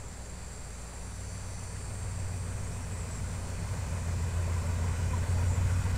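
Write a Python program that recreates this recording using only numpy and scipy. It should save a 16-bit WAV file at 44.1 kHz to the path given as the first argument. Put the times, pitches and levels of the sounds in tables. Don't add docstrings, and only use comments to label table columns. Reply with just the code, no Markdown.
import sys
import numpy as np
from scipy import signal
from scipy.fft import rfft, irfft, next_fast_len
from scipy.io import wavfile
from scipy.ndimage import uniform_filter1d, map_coordinates

SR = 44100
rng = np.random.default_rng(int(sys.argv[2]) if len(sys.argv) > 2 else 0)


def master_out(mix):
    frames = np.transpose(np.atleast_2d(mix))
    ceiling = np.clip(frames, -1, 1)
    pcm = np.round(ceiling * 32767).astype(np.int16)
    wavfile.write(sys.argv[1], SR, pcm)


def field_ratio(decibels):
    return 10 ** (np.asarray(decibels, dtype=float) / 20)


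N = 263277
TIME = np.arange(N) / SR

# time in seconds, camshaft turns in Hz.
SPEED = [(0, 7.549), (.3, 7.52), (1.5, 7.18), (2, 7.028), (2.8, 6.888), (3.25, 6.902), (3.5, 6.851),
         (4, 6.685), (4.3, 6.638), (4.55, 6.646), (5, 6.701), (5.25, 6.768), (5.75, 7.012), (5.97, 7.065)]


def unit(x):
    return x / np.sqrt(np.mean(x ** 2) + 1e-20)


def curves(rows):
    s, *cols = np.transpose(rows)
    return [np.interp(TIME, s, c) for c in cols]


def wobble(rate):
    knots = rng.standard_normal(int(N * rate / SR) + 4)
    return map_coordinates(knots, [TIME * rate], order=1)


def turns(hz):
    return 2 * np.pi * np.cumsum(hz) / SR


def bump(s, width):
    return np.exp(-((TIME - s) / width) ** 2)


def rush(spectrum, patchy_db):
    z = signal.stft(rng.standard_normal(N), nperseg=512)[2]
    field = uniform_filter1d(rng.standard_normal(z.shape), size=5, axis=0)
    field = uniform_filter1d(field, size=12, axis=1)
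    noise = signal.istft(z * field_ratio(patchy_db * unit(field)), nperseg=512)[1][:N]
    hz, db = np.transpose([(1, -120), *spectrum, (SR / 2, -120)])
    size = next_fast_len(N + 8192)
    bins_hz = np.fft.rfftfreq(size, 1 / SR)
    colour = field_ratio(np.interp(np.log(bins_hz + 1), np.log(hz + 1), db))
    return unit(irfft(rfft(noise, size) * colour, size)[:N])


def nearness():
    closest_s, closest_m, roll_m_per_s = 6.3, 14, 5.5
    along = roll_m_per_s * (TIME - closest_s) / closest_m
    return -10 * np.log10(1 + along ** 2)


def breeze():
    # frequency in Hz, level in dB per Hz.
    rumble = [(2, -4), (8, 0), (14, -6), (24, -7.5), (45, -13), (70, -28), (120, -50)]
    gusts_db = -49.5 + .4 * TIME + 2.5 * wobble(3) + 2.5 * wobble(8)
    return field_ratio(gusts_db) * rush(rumble, patchy_db=.5)


def chorus():
    # frequency in Hz, level in dB per Hz.
    insects = [(2060, -32), (3500, -9.5), (4190, -4), (4420, -7), (5190, -7), (5840, -3), (6420, -4.5),
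               (7240, -1), (7500, 2.5), (8400, -2), (9100, -4), (10300, -12.5), (11500, -35), (15000, -48),
               (22000, -120)]
    hiss_db = -55.5 + .46 * TIME - 1.5 * bump(2.2, 1)
    some_quit = np.clip((TIME - 2.56) / .3 + 1, 0, 1)
    trill_db = -57 + 2 * bump(3.1, .27) - 4.5 * some_quit
    group = turns(23.2 + .18 * wobble(1.73))
    strokes = 1 + .55 * np.cos(3 * group) + .3 * np.cos(group) + .3 * np.cos(2 * group + .7)
    band = rush([(6700, -40), (7150, -7.5), (7450, -1), (7750, -16), (8300, -31)], patchy_db=1.5)
    return field_ratio(hiss_db) * rush(insects, patchy_db=1.5) + field_ratio(trill_db) * unit(strokes * band)


def bird():
    # start in seconds, length in seconds, first pitch in Hz, settled pitch in Hz, level in dB.
    phrase = [
        (2.634, .048, 5900, 6800, -56),
        (2.716, .048, 5100, 5950, -56.5),
        (2.801, .052, 5150, 5780, -57),
        (2.915, .058, 7400, 8050, -53),
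        (2.971, .026, 7950, 8650, -54.5),
        (2.995, .036, 8900, 7500, -52),
        (3.105, .095, 8250, 7560, -50),
    ]
    glide_share, attack_s, release_s, fade_db = .22, .005, .006, 3.5
    out = np.zeros(N)
    for start, length, first_hz, last_hz, db in phrase:
        t = np.clip(TIME - start, 0, length)
        hz = last_hz + (first_hz - last_hz) * np.exp(-t / (glide_share * length))
        edge = np.clip(np.minimum(t / attack_s, (length - t) / release_s), 0, 1)
        gain = np.sqrt(2) * field_ratio(db - fade_db * t / length + 2.4 * wobble(170))
        out += gain * edge * np.sin(turns(hz + 90 * wobble(200)))
    tail = rng.standard_normal(SR // 4) * field_ratio(-60 * TIME[:SR // 4] / .18)
    return out + field_ratio(-10) * signal.fftconvolve(out, tail / np.linalg.norm(tail))[:N]


def cicada(early, late, clicks, song, bright_db, flares, edge_s, swell_db, swell_rate):
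    click, flutter = [turns(hz) for hz in curves(clicks)]
    turned = np.clip((TIME - 1.2) / .9, 0, 1)
    halves, power, flaring = np.zeros((2, N)), np.zeros((2, N)), np.zeros(N)
    for row, ((k, *first), (_, *last)) in enumerate(zip(early, late)):
        phase = k * click + rng.uniform(0, 2 * np.pi) + .12 * wobble(9)
        lag = rng.uniform(0, 2 * np.pi, size=2)
        main, up, down = [field_ratio(a) + (field_ratio(b) - field_ratio(a)) * turned for a, b in zip(first, last)]
        upper = up * np.sin(phase + flutter + lag[0])
        lower = down * np.sin(phase - flutter + lag[1])
        half = 2 * row // len(late)
        halves[half] += field_ratio(swell_db * wobble(swell_rate)) * main * np.sin(phase)
        halves[half] += field_ratio(swell_db * wobble(swell_rate) - 1.5) * (upper + lower)
        power[half] += main ** 2 / 2
        for start, end, line, db in flares:
            if int(line) != k:
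                continue
            edge = np.clip(np.minimum(TIME - start, end - TIME) / edge_s, 0, 1)
            gain = np.sqrt(2) * field_ratio(db + 2.2 * wobble(3 / edge_s))
            flaring += gain * edge * np.sin(phase + (line > k) * (flutter + lag[0]))
    low, high = halves / np.sqrt(power)
    return field_ratio(curves(song)[0] + 1.5) * (low + field_ratio(bright_db - 1) * high) + flaring


def far_cicada():
    # harmonic, its level in dB, upper then lower sideband in dB.
    before = [(17, -75, -85, -87), (18, -72, -84, -92), (19, -68, -75, -89), (20, -80, -80, -85),
              (21, -79, -82, -92), (22, -75, -80, -92), (23, -78, -88, -92), (24, -69, -76, -84),
              (25, -79, -75, -90), (26, -74, -80, -77), (27, -78, -76, -87), (28, -73, -76, -92),
              (29, -77, -81, -92), (30, -69, -78, -92), (31, -65, -71, -71), (32, -75, -83, -76),
              (33, -71, -71, -73), (34, -79, -76, -77), (35, -69, -70, -69), (36, -69, -76, -83),
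              (37, -64, -78, -73), (38, -82, -80, -87), (39, -72, -81, -73), (40, -91, -85, -85),
              (41, -76, -92, -75), (42, -92, -92, -92)]
    after = [(17, -80, -92, -92), (18, -70, -76, -92), (19, -78, -76, -92), (20, -71, -75, -85),
             (21, -81, -92, -86), (22, -70, -77, -86), (23, -76, -79, -91), (24, -69, -74, -80),
             (25, -78, -78, -90), (26, -77, -80, -80), (27, -72, -77, -84), (28, -69.5, -73, -84),
             (29, -71, -75, -92), (30, -69, -70, -76), (31, -67, -72, -69), (32, -68, -73, -74),
             (33, -76, -66, -72), (34, -67, -74, -73), (35, -67, -70, -75), (36, -66, -73, -79),
             (37, -68, -70, -74), (38, -72, -74, -79), (39, -73, -72, -72), (40, -77, -87, -78),
             (41, -82, -90, -77), (42, -86, -92, -88)]
    # time in seconds, click rate in Hz, flutter rate in Hz.
    click_rates = [(0, 245.5, 104), (1.1, 246.1, 104), (2.2, 246.7, 101.3), (3.3, 247.3, 97.5),
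                   (4.2, 247.9, 94), (5, 248.5, 99), (6, 249.3, 101)]
    # time in seconds, effort in dB.
    effort = [(0, -67.5), (.3, -65.5), (1.5, -64.5), (3.5, -60.5), (4.3, -63.5), (5.2, -68), (5.97, -63)]
    # start and end in seconds, harmonic (.5: upper sideband), level in dB.
    standouts = [(.85, 1.85, 24, -69), (1.3, 1.8, 24, -70), (0, 1.3, 19, -76), (1.95, 2.75, 24, -70),
                 (1.6, 2.9, 33.5, -67.5), (1.1, 2.6, 19, -67.5), (1, 2, 22, -75), (1, 2.4, 26, -70),
                 (1.4, 2.2, 36, -71), (1.1, 2.2, 39, -73), (.5, 1.9, 41, -78), (.2, 1, 30, -73),
                 (4.1, 4.5, 30, -67), (2.9, 3.4, 30, -70), (3.3, 3.95, 18, -72), (.8, 1.9, 37, -70),
                 (1.1, 2.4, 18, -74)]
    facing_db = 5.5 * (2 * bump(1.8, 2.8) - 1)
    return cicada(before, after, click_rates, effort, facing_db, standouts,
                  edge_s=.25, swell_db=1.5, swell_rate=1.6)


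def near_cicada():
    # harmonic, its level in dB, upper sideband in dB, lower sideband in dB.
    colour = [(16, -78, -95, -95), (17, -73, -77, -75), (18, -74, -80, -83), (19, -75, -81, -97),
              (20, -73, -83, -88), (21, -73, -75, -77), (22, -86, -91, -91), (23, -76, -72, -79),
              (24, -73, -76, -81), (25, -68, -72, -77), (26, -74, -78, -91), (27, -65, -69, -79),
              (28, -71, -88, -70), (29, -68, -73, -74), (30, -78, -89, -89), (31, -67, -73, -73),
              (32, -78, -88, -80), (33, -69, -78, -73), (34, -88, -92, -92), (35, -73, -75, -80),
              (36, -80, -88, -81)]
    # time in seconds, click rate in Hz, flutter rate in Hz.
    click_rates = [(3.8, 268.8, 101.5), (5, 269.3, 101.5), (5.6, 269.75, 101.5), (6, 269.9, 101.5)]
    # time in seconds, effort in dB.
    effort = [(3.6, -77), (3.9, -64.5), (4.25, -67.5), (4.95, -63), (5.75, -64), (5.97, -65)]
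    # start and end in seconds, harmonic (.5: upper sideband), level in dB.
    standouts = [(4.26, 4.52, 17, -72), (4.66, 4.8, 17, -71), (5.18, 5.52, 17, -66), (5.76, 5.95, 17, -69),
                 (4.8, 5.14, 18, -71), (4.52, 4.84, 20, -70), (4.8, 5.2, 21, -69), (5.28, 5.52, 21, -65.5),
                 (5.68, 5.88, 21, -66), (5.58, 5.97, 19, -73), (4.98, 5.5, 24, -68), (5.76, 5.9, 26, -66),
                 (5.58, 5.88, 25, -66), (5.44, 5.6, 27, -55), (5.14, 5.22, 27.5, -58),
                 (5.28, 5.35, 33, -58), (5.28, 5.35, 29, -61), (4.86, 5.01, 31, -62), (5.24, 5.32, 31, -61),
                 (5.45, 5.58, 25, -62), (5.37, 5.52, 33, -61), (5.49, 5.6, 29, -60),
                 (5.41, 5.55, 31.5, -62), (5.62, 5.9, 33, -66)]
    pumps = (TIME - 5.29) / .25
    pumping_db = 3 + 2 * np.cos(2 * np.pi * pumps) * np.clip(pumps + 1.1, 0, 1)
    return cicada(colour, colour, click_rates, effort, pumping_db, standouts,
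                  edge_s=.045, swell_db=3, swell_rate=5)


def wheels():
    # frequency in Hz, level in dB per Hz.
    tyres = [(150, -2), (260, -3), (295, -10.5), (420, -2), (522, -3), (572, -3.5), (807, -5.5), (980, -8),
             (1250, -7), (1530, -10.5), (1740, -9), (1990, -11.5), (2500, -12), (2770, -17), (4000, -24.5),
             (5200, -60), (8800, -120)]
    # frequency in Hz, level in dB per Hz.
    fizz = [(2000, -32), (3000, -5), (5000, 4), (8000, 3), (10500, 7), (15600, 2.5)]
    # frequency in Hz, level in dB per Hz.
    hollow = [(800, -30), (900, -3), (990, 0), (1100, -25), (1350, -25), (1500, -5), (1650, -30)]
    # time in seconds, peak in dB, pitch in Hz, length in seconds.
    knocks = [(4.38, -52, 1010, .04), (4.573, -43, 1005, 0.039), (4.652, -45, 575, 0.09),
              (4.845, -39, 998, 0.032), (4.906, -49, 950, .03), (5.4, -43, 940, 0.032),
              (5.14, -36, 998, 0.035), (5.168, -42, 930, 0.037), (5.24, -43, 583, 0.033),
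              (5.424, -41.5, 957, 0.049), (5.509, -43, 877, 0.06), (5.714, -48, 970, .03),
              (5.858, -43.5, 928, 0.037), (5.959, -44, 4100, .005), (5.962, -44, 4740, .004),
              (3.74, -35, 98.4, 0.51), (4.48, -40.5, 622, 0.022), (4.24, -47, 1000, 0.049),
              (5.527, -46, 565, 0.036), (5.7, -50, 1515, .04), (4.449, -46, 902, .03),
              (4.519, -47, 1200, 0.027), (4.622, -46, 1030, .03), (4.695, -48, 800, .03),
              (4.5, -48, 1020, .03), (5.255, -46, 910, 0.044), (5.375, -43, 850, .03),
              (5.575, -49, 940, .03), (5.61, -50, 1000, .03), (5.388, -46, 1400, .03),
              (4.963, -49, 1520, .03), (5.24, -51, 1700, .03), (6.1, -50, 1570, .03),
              (5.906, -48, 1390, .03), (5.82, -46, 837, .03), (3.775, -49, 1050, .03),
              (3.3, -50, 1030, .03), (4.162, -50, 1030, .03), (5.953, -47, 1500, .04)]
    near_db = nearness()
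    rush_db, fizz_db, hollow_db = -43 + 1.017 * near_db, -61 + .87 * near_db, -56 + 1.5 * near_db
    cam = turns(curves(SPEED)[0])
    throb = 1 + .045 * np.cos(cam) + .06 * np.cos(3 * cam + .6) + .05 * np.cos(6 * cam)
    out = field_ratio(rush_db + .24 * wobble(8)) * throb * rush(tyres, patchy_db=.73)
    bounced = np.roll(out - uniform_filter1d(out, size=SR // 900), round(.00199 * SR))
    out = out + .3 * field_ratio(1.2 * near_db) * bounced
    shield = .36 * np.clip((TIME - 5.47) / .3, 0, 1)
    out = out - shield * uniform_filter1d(out, size=SR // 1100)
    out += field_ratio(fizz_db + .35 * wobble(25)) * throb * rush(fizz, patchy_db=.5)
    out += field_ratio(hollow_db + 3 * wobble(28)) * rush(hollow, patchy_db=2)
    for s, db, hz, length in knocks:
        out += field_ratio(db) * bump(s, .25 * length) * np.sin(2 * np.pi * hz * TIME)
    return out


def exhaust():
    # time in seconds, level in dB.
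    unison = [(0, -1.5), (.6, -2.5), (1.25, 4.5), (1.9, 0.5), (2.25, 6.5), (2.75, -0.5), (3.25, -3),
              (3.75, -2), (4, 0.5), (4.5, 2), (5, -2), (5.5, 2), (5.75, 0), (5.97, -3.5)]
    # multiple of camshaft rate, level in dB when far, halfway and near.
    weak_orders = [(5, -65, -61, -47.5), (6, -64, -61, -56), (9, -64, -60, -49), (10, -60, -56, -49),
                   (11, -57, -50, -41.5), (12, -65, -62, -56), (14, -72, -56, -46), (15, -67, -58, -44.5),
                   (17, -69, -54, -47), (18, -68, -61, -58), (19, -67, -54, -47), (21, -67, -60, -53),
                   (22, -74, -67, -65), (23, -72, -59, -56), (24, -59, -55, -50), (25, -75, -55, -52),
                   (26, -78, -63, -58), (27, -75, -63, -57), (30, -74, -65, -58), (32, -70, -64, -59),
                   (33, -74, -65, -59), (35, -74, -64, -57), (36, -74, -63, -55), (38, -76, -66, -60)]
    # time in seconds, width in seconds.
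    crossings = [
        (.85, .3),
        (3.17, .03),
        (3.8, .02),
    ]
    # time in seconds, depth from 0 to 1, width in seconds.
    stumbles = [
        (3.1, 0.17, 0.079),
        (3.48, 0.7, 0.014),
        (4.31, 0.45, .02),
        (4.98, 0.4, 0.023),
        (5.275, 0.87, 0.02),
        (5.56, 0.7, 0.014),
        (5.83, 0.64, 0.012),
    ]
    # frequency in Hz, level in dB per Hz.
    roar = [(20, -22), (40, -12), (60, 5), (100, 0), (160, -2), (250, -20.5), (290, -14), (400, -39)]
    loud_firing_s, slip_turns_per_s = 2.565, .007
    pipe_order, pipe_turns, pipe_reach = 12, .3, 5
    (cam_hz,), (unison_db,), near_db = curves(SPEED), curves(unison), nearness()
    speeding_up = uniform_filter1d(np.gradient(cam_hz) * SR, size=SR // 2)
    firing_db = -42 + .6 * near_db + 4 * np.clip(speeding_up, 0, 1)
    lope_db = -29.5 + 2.54 * near_db + unison_db
    double_db = -59 + 13.5 * bump(2.62, 1.6)
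    cam = turns(cam_hz)
    cam -= cam[round(loud_firing_s * SR)] + 2 * np.pi * slip_turns_per_s * (TIME - loud_firing_s)

    pipes, steady = np.ones(N), np.ones(N)
    for s, width in crossings:
        pipes *= np.abs(np.tanh((TIME - s) / width))
    for s, depth, width in stumbles:
        recovery = np.where(TIME > s, .6, 1)
        steady *= 1 - depth * bump(s, 1.2 * width * recovery)

    orders = [(8, field_ratio(firing_db + .3), .5), (13, field_ratio(lope_db + 1.1) * pipes, .25), (16, field_ratio(double_db), .5)]
    for k, *dbs in weak_orders:
        orders.append((k, field_ratio(np.interp(near_db, [-8.5, -5.1, -.5], dbs)), 1))
    lines = np.zeros(N)
    for k, gain, rough in orders:
        resonance = np.exp(-((k - pipe_order) / pipe_reach) ** 2) * (k % 2 or k == 8)
        lead = 2 * np.pi * pipe_turns * np.sign(pipe_order + .5 - k) * resonance
        loose = rough * (k / 20) ** 2
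        swell = field_ratio(rough * (1.7 * wobble(2.5) + 1.6 * wobble(9)))
        drift = loose * (rng.normal(0, .8) + .45 * wobble(1.2)) + .35 * rough * wobble(7)
        lines += gain * swell * np.cos(k * cam + lead + drift)
    roar_db = -40.5 + 1.9 * near_db - .9 * unison_db
    return np.sqrt(2) * steady * lines + field_ratio(roar_db + .83 * wobble(11)) * rush(roar, patchy_db=2.5)


def scene():
    background = breeze() + chorus() + bird()
    cicadas = far_cicada() + near_cicada()
    return (background + cicadas + wheels() + exhaust())[None]


def top_cut(x):
    return signal.sosfilt(signal.butter(12, 15660, fs=SR, output="sos"), x)


def record(dry):
    kept = np.fft.rfftfreq(N, 1 / SR) < 15680
    mix = irfft(rfft(dry) * kept, N)
    return top_cut(mix)


dry = scene()
out = record(dry)
master_out(out)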